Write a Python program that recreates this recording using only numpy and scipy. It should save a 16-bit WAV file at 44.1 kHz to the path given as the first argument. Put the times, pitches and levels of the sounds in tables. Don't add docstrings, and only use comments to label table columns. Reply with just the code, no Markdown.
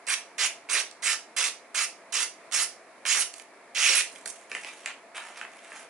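import sys
import numpy as np
from scipy import signal
from scipy.fft import rfft, irfft
from scipy.io import wavfile
from scipy.ndimage import uniform_filter1d

SR = 44100
rng = np.random.default_rng(int(sys.argv[2]) if len(sys.argv) > 2 else 0)


def generate_wav(sig):
    pcm = np.round(np.clip(np.atleast_2d(sig).T, -1, 1) * 32767).astype(np.int16)
    wavfile.write(sys.argv[1], SR, pcm)


N = 259749
TIME = np.arange(N) / SR

# [start t/s, end t/s, crest/share of stroke,
#   swell up to crest/dB, easing after it/dB, sheet level/dB, fizz over sheet/dB, flutter over sheet/dB,
#   sheet ring f/Hz, first belly rasp f/Hz, last belly rasp f/Hz, tip rasp level/dB]
STROKES = [(0.068, 0.151, 0.52, 12, 3, -28, -0.5, -9, 2200, 8600, 8800, -37),
           (0.381, 0.474, 0.68, 7, 4.5, -26.5, 0, -9.5, 2010, 4330, 5560, -38),
           (0.694, 0.817, 0.42, 4.5, 4.5, -28.5, 0.5, -7, 2050, 8200, 9800, -44),
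           (1.023, 1.146, 0.41, 9, 3.5, -29, 1.5, -7.5, 2130, 8700, 7150, -49),
           (1.364, 1.49, 0.73, 1.5, 5, -30, 2, -7.5, 2100, 9500, 4300, -54),
           (1.745, 1.853, 0.51, 3, 1, -30.5, 2, -7, 2400, 7400, 4230, -62),
           (2.124, 2.245, 0.32, 6.5, 2.5, -31.5, 3.5, -6.5, 2320, 7460, 4400, -34.5),
           (2.52, 2.648, 0.4, 3.5, 3.5, -31.5, 5, -7, 2320, 8300, 5800, -30.5),
           (3.057, 3.236, 0.38, 5.5, 9, -27.5, 2, -11, 2260, 6900, 6900, -28.5),
           (3.748, 4.015, 0.47, 9, 4, -24, -1, -12, 2600, 5600, 6700, -28)]
# [start t/s, length t/s, sheet level/dB, fizz over sheet/dB, ring f/Hz]
BENDS = [(3.333, 0.11, -57, 9, 2200), (4.095, 0.16, -57, 5, 2600), (4.255, 0.065, -47, 12.5, 2600),
         (4.318, 0.18, -58, 2, 2600), (4.495, 0.2, -44, -4.5, 2490), (4.664, 0.079, -44, -7.5, 2580),
         (4.726, 0.17, -50, -3.5, 2450), (4.865, 0.064, -40, -20, 2420), (5.146, 0.091, -37, -9.5, 2030),
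         (5.225, 0.14, -46, -6.5, 1970), (5.355, 0.11, -45.5, -7, 2180), (5.476, 0.3, -54, -5.5, 2100),
         (5.627, 0.097, -55, -5.5, 2000), (5.712, 0.15, -46.5, -4, 1910)]
# [t/s, peak level/dB, treble over it/dB, ring f/Hz]
BUCKLES = [(.688, -25.5, -13, 2280), (.912, -45.5, 15, 2400), (2.513, -31, -1, 2300),
           (3.052, -19, -6, 2220), (3.339, -36, 9.5, 2070), (3.397, -32.5, 1.5, 2280),
           (4.158, -34, -9, 2770), (4.258, -26.5, 7, 1490), (4.515, -20.5, -5, 2270),
           (4.549, -16, -11, 2280), (4.646, -21.5, -6.5, 2700), (4.859, -15.5, -2, 2300),
           (5.412, -20.5, -15, 2100), (5.449, -27.5, -20, 2030), (5.718, -27.5, -14, 1500)]
# [t/s, level/dB]
AIR_PUFFS = [(4.255, -63), (4.5, -71), (4.635, -67)]
# [f/Hz, level/dB]
CUT_SPECTRUM = [(180, -36), (300, -32.5), (406, -23.5), (657, -20.5), (875, -19.5), (1200, -10.5),
                (1530, -8), (2130, 1), (2790, 1.5), (3290, -4), (4130, -8), (5580, -0.5), (8020, -4.5),
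                (10200, -6.5), (11000, -5), (14300, -77), (22000, -120)]
# [f/Hz, level/dB]
CREASE_SPECTRUM = [(290, -58), (500, -15), (665, -8.5), (1100, -10), (2490, -12), (4170, -18), (6230, -12),
                   (9920, -11.5), (11000, -12.5), (14300, -51), (22000, -120)]
# [f/Hz, level/dB]
AIR_SPECTRUM = [(15, -75.5), (25, -72), (110, -28), (247, -9.5), (603, -3.5), (721, -6.5), (862, -5.5),
                (1330, -9), (1510, -12.5), (1670, -8.5), (2000, -10.5), (2160, -8), (2450, -12),
                (3000, -23.5), (11000, -26), (14300, -76), (22000, -120)]
# [f/Hz, left minus right level/dB]
PAPER_BALANCE = [(500, -3), (1500, -4.5), (2700, -2.5), (3300, -7), (4300, -12), (5500, -6), (7500, -11),
                 (11000, -8.5)]
# [f/Hz, lead of left port/rad]
PAPER_PHASE = [(100, 0), (2000, -0.2), (3000, -0.8), (4100, -2.3), (4300, 2.5), (4800, 0.5), (6000, -0.8),
               (11000, -1.9)]
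# [f/Hz, left minus right level/dB]
ROOM_BALANCE = [(600, 0.5), (2300, 0), (3300, -6), (4400, -9), (5500, -4), (11000, -6)]
# [f/Hz, t60/s]
ROOM_DECAY = [(300, 0.72), (1200, 0.24), (2500, 0.27), (5500, 0.29), (11000, 0.24)]

SWELL_CURVE, STROKE_RAMP_S, FIZZ_EASE_SHARE = 1.38, 0.0029, 0.45
RELEASE_S = 0.013
FLUTTER_CREST, FLUTTER_EASE_DB = 0.59, 8
BELLY_SHARES, BELLY_OVER_FIZZ_DB = (0.092, 0.508), -6
TIP_SHARES, TIP_FIRST_HZ, TIP_LAST_HZ = (0.75, 0.93), 10940, 8800
RUSTLE_CREST, RUSTLE_SWELL_DB, RUSTLE_EASE_DB, RUSTLE_RAMP_S = 0.29, 2.5, 9, 0.0035
TURN_START_S, TURN_LENGTH_S = 4.33, 0.13
AIR_DB = -52.5
EDGE_HZ = 11080


def cuts(sheet_db=0.5, fizz_db=-2.0, flutter_db=0.0, bite_db=-34, bite_s=0.00094):
    out = np.zeros(N)
    clicks = snaps(N, per_s=6000, spread_db=1.7, clump_db=0.96, clumps_per_s=250)
    fibres = colour(patchy(clicks), CUT_SPECTRUM)
    for start, end, crest, swell_db, ease_db, db, over_db, strip_db, ring_hz, *_ in STROKES:
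        tear = fibres[round(start * SR):round((end + RELEASE_S / 2) * SR)]
        n = len(tear)
        sheet_swell = swell(n, crest, swell_db, ease_db, STROKE_RAMP_S)
        fizz_swell = swell(n, crest, swell_db, FIZZ_EASE_SHARE * ease_db, STROKE_RAMP_S)
        flutter_swell = swell(n, FLUTTER_CREST, swell_db, FLUTTER_EASE_DB, STROKE_RAMP_S)
        bite = from_db(bite_db) * np.exp(-TIME[:n] / bite_s)
        fizz_gain = from_db(db + over_db + fizz_db) * fizz_swell + bite

        sheet = from_db(db + sheet_db) * sheet_swell * sheet_body(tear, ring_hz, lo_hz=1470, width_hz=1280)
        fizz = fizz_gain * unit(band(tear, 3240, 11500))
        flutter = from_db(db + strip_db + flutter_db) * flutter_swell * unit(band(tear, 317, 1420))
        add(out, start, sheet + fizz + flutter)
    return out


def rasps():
    out = np.zeros(N)
    for start, end, _, _, _, db, over_db, _, _, first_hz, last_hz, tip_db in STROKES:
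        belly_db = db + over_db + BELLY_OVER_FIZZ_DB
        add(out, *rasp(start, end, BELLY_SHARES, first_hz, last_hz, belly_db))
        add(out, *rasp(start, end, TIP_SHARES, TIP_FIRST_HZ, TIP_LAST_HZ, tip_db))
    return out


def rasp(start, end, shares, first_hz, last_hz, db, width_hz=1500, fade_share=0.3):
    begin, stop = start + (end - start) * np.array(shares)
    length = max(round((stop - begin) * SR), 64)
    hz = np.geomspace(first_hz, last_hz, length)
    drive = snaps(length, per_s=7000, spread_db=1.5, clump_db=2, clumps_per_s=300)
    tone = unit(resonate(resonate(drive, hz, width_hz), hz, width_hz))
    return begin, from_db(db) * tone * signal.windows.tukey(length, fade_share)


def rustles(sheet_db=-3, fizz_db=-3):
    out = np.zeros(N)
    clicks = snaps(N, per_s=1500, spread_db=2.5, clump_db=3.5, clumps_per_s=170)
    creases = colour(patchy(clicks), CREASE_SPECTRUM)
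    for start, length, db, over_db, ring_hz in BENDS:
        crackle = creases[round(start * SR):][:round(length * SR)]
        sheet = from_db(sheet_db) * sheet_body(crackle, ring_hz, lo_hz=590, width_hz=1970)
        fizz = from_db(fizz_db + over_db) * unit(band(crackle, 4900, 11400))
        move = swell(len(crackle), RUSTLE_CREST, RUSTLE_SWELL_DB, RUSTLE_EASE_DB, RUSTLE_RAMP_S)
        add(out, start, from_db(db) * (sheet + fizz) * move)
    return out


def pops(ring_width_hz=1400, fall_s=0.0018, crackle=0.19, level_db=-2.0, tick_db=-2.0, thud_db=-16):
    out, t = np.zeros(N), np.arange(1024) / SR
    for s, db, treble_db, hz in BUCKLES:
        dying_crackle = crackle * rng.standard_normal(len(t)) * np.exp(-t / fall_s)
        flip = bend_wave((t == 0) + dying_crackle, travel_s=0.00204)
        ring = resonate(band(flip, 1070, 2940, order=4), hz, ring_width_hz)
        tick = band(flip, 4150, 8800, order=2)
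        thud = band(flip, 320, 1570, order=2)
        parts = [(ring, 0), (tick, treble_db + tick_db), (thud, thud_db)]
        pop = sum(from_db(part_db) * x / abs(x).max() for x, part_db in parts)
        add(out, s, from_db(db + level_db) * pop)
    return out


def snaps(length, per_s, spread_db, clump_db, clumps_per_s):
    size = from_db(spread_db * np.minimum(rng.exponential(1, length), 4))
    clicks = size * rng.choice([-1, 1], length) * (rng.random(length) < per_s / SR)
    return unit(clicks * from_db(clump_db * wander(length, clumps_per_s)))


def sheet_body(x, ring_hz, lo_hz, width_hz):
    return unit(resonate(band(x, lo_hz, 4095), ring_hz, width_hz))


def patchy(x, depth_db=2.5, order=3, size=16):
    z = signal.stft(x, SR, nperseg=256, noverlap=192)[2]
    patches = uniform_filter1d(rng.standard_normal(z.shape), order, 0)
    patches = uniform_filter1d(patches, size, 1)
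    return signal.istft(z * from_db(depth_db * unit(patches)), SR, nperseg=256, noverlap=192)[1][:N]


def bend_wave(x, travel_s):
    khz = np.fft.rfftfreq(len(x), 1 / SR) / 1000
    lag = 4 * np.pi * 1000 * travel_s * np.sqrt(khz)
    return irfft(rfft(x) * np.exp(-1j * lag), len(x))


def swell(length, crest, swell_db, ease_db, ramp_s):
    u, crest = np.linspace(0, 1, length), np.clip(crest, .01, .99)
    rise_db = -swell_db * np.maximum(1 - u / crest, 0) ** SWELL_CURVE
    fall_db = -ease_db * np.maximum(u - crest, 0) / (1 - crest)
    t = TIME[:length]
    return from_db(rise_db + fall_db) * np.minimum(t / ramp_s, 1) * np.minimum(t[::-1] / RELEASE_S, 1)


def flaps(rise_s=0.0051, top_hz=110):
    out, t = np.zeros((2, N)), TIME[:4096]
    for s, db in AIR_PUFFS:
        for port in out:
            puff = unit(band(rng.standard_normal(len(t)), 17, top_hz, order=2))
            add(port, s, from_db(db) * puff * t / rise_s * np.exp(1 - t / rise_s))
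    return out


def ports(x, offside=1):
    hz = np.fft.rfftfreq(N, 1 / SR)
    left = from_db(offside * lookup(PAPER_BALANCE, hz)) * np.exp(1j * offside * lookup(PAPER_PHASE, hz))
    pair = np.array([left, np.ones(len(hz))])
    return irfft(rfft(x) * pair * 2 / abs(1 + left), N)


def workshop(x, turns_per_s=1.3):
    angle = 2 * np.pi * turns_per_s * TIME
    shares = (np.cos(angle), np.sin(angle))
    return sum(signal.fftconvolve((x * share)[None], echoes(), axes=1)[:, :N] for share in shares)


def echoes(first_s=0.0036, build_s=0.014, size=26000):
    taps = rng.standard_normal((2, size)) * (rng.random((2, size)) < 5000 / SR)
    hz, t, z = signal.stft(taps, SR, nperseg=256)
    z = z * from_db(-60 * np.maximum(t - build_s, 0) / lookup(ROOM_DECAY, hz)[:, None])
    decaying = signal.istft(z, SR, nperseg=256)[1][:, :size]
    tail = diffuse(decaying * (TIME[:size] > first_s))
    return tail / np.sqrt((tail ** 2).sum() / 2)


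def diffuse(pair, unlike_hz=4600, likeness=0.92):
    hz, (a, b) = np.fft.rfftfreq(pair.shape[1], 1 / SR), rfft(pair)
    same = np.clip(likeness * np.sinc(hz / unlike_hz), -1, 1)
    lean = from_db(lookup(ROOM_BALANCE, hz) / 2)
    left = (same * a + np.sqrt(1 - same ** 2) * b) * lean
    return irfft([left, a / lean], pair.shape[1])


def air(waver_db=0.58, rumble_db=-91, duct_hz=680, duct_width_hz=90, duct_db=-63):
    gain = from_db(lookup(AIR_SPECTRUM, np.fft.rfftfreq(N, 1 / SR)))
    rush = irfft(rfft(rng.standard_normal((2, N))) * gain, N)
    duct = np.array([resonate(resonate(n, duct_hz, duct_width_hz), duct_hz, duct_width_hz) for n in rush])
    rumble = unit(band(rng.standard_normal((2, N)), 16, 130, order=1))
    steady = from_db(AIR_DB) * unit(rush) + from_db(duct_db) * unit(duct)
    return diffuse(steady) * from_db(waver_db * wander(N, 7.3)) + from_db(rumble_db) * rumble


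def from_db(db):
    return 10 ** (np.asarray(db) / 20)


def unit(x):
    return x / np.sqrt(np.mean(x ** 2) + 1e-20)


def lookup(points, hz):
    f, value = np.transpose(points)
    return np.interp(np.log(hz + 1), np.log(f + 1), value)


def add(mix, s, sound):
    part = mix[max(round(s * SR), 0):][:len(sound)]
    part += sound[:len(part)]


def band(x, lo_hz, hi_hz, order=3):
    sos = signal.butter(order, [lo_hz, min(hi_hz, SR / 2 - 1)], "band", fs=SR, output="sos")
    return signal.sosfilt(sos, x)


def colour(x, points, size=2048):
    log_gain = np.log(from_db(lookup(points, abs(np.fft.fftfreq(size, 1 / SR)))) + 1e-5)
    taps = np.fft.ifft(np.exp(np.conj(signal.hilbert(log_gain)))).real
    return signal.oaconvolve(x, taps[:size // 2])[:len(x)]


def resonate(x, hz, width):
    turn = np.exp(2j * np.pi * np.cumsum(hz * np.ones(len(x))) / SR)
    r = np.exp(-np.pi * width / SR)
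    return 2 * (turn * signal.lfilter([1 - r], [1, -r], x / turn)).real


def wander(length, per_s):
    knots = rng.standard_normal(4096)
    return unit(np.interp(np.arange(length) * per_s / SR % 4095, np.arange(4096), knots))


def scene(side_room_db=-3.0, middle_room_db=-0.5):
    paper = cuts() + rasps() + rustles() + pops()
    turned = np.clip((TIME - TURN_START_S) / TURN_LENGTH_S, 0, 1)
    side, middle = paper * (1 - turned), paper * turned
    room = workshop(from_db(side_room_db) * side + from_db(middle_room_db) * middle)
    return ports(side) + ports(middle, offside=0.47) + room + flaps() + air()


def record(dry, low_cut_hz=70):
    dry = signal.sosfilt(signal.butter(2, low_cut_hz, "high", fs=SR, output="sos"), dry)
    taps = signal.firwin(1023, EDGE_HZ, window=("kaiser", 8), fs=SR)
    return signal.oaconvolve(dry, taps[None], "same", axes=1)


dry = scene()
out = record(dry)
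generate_wav(out)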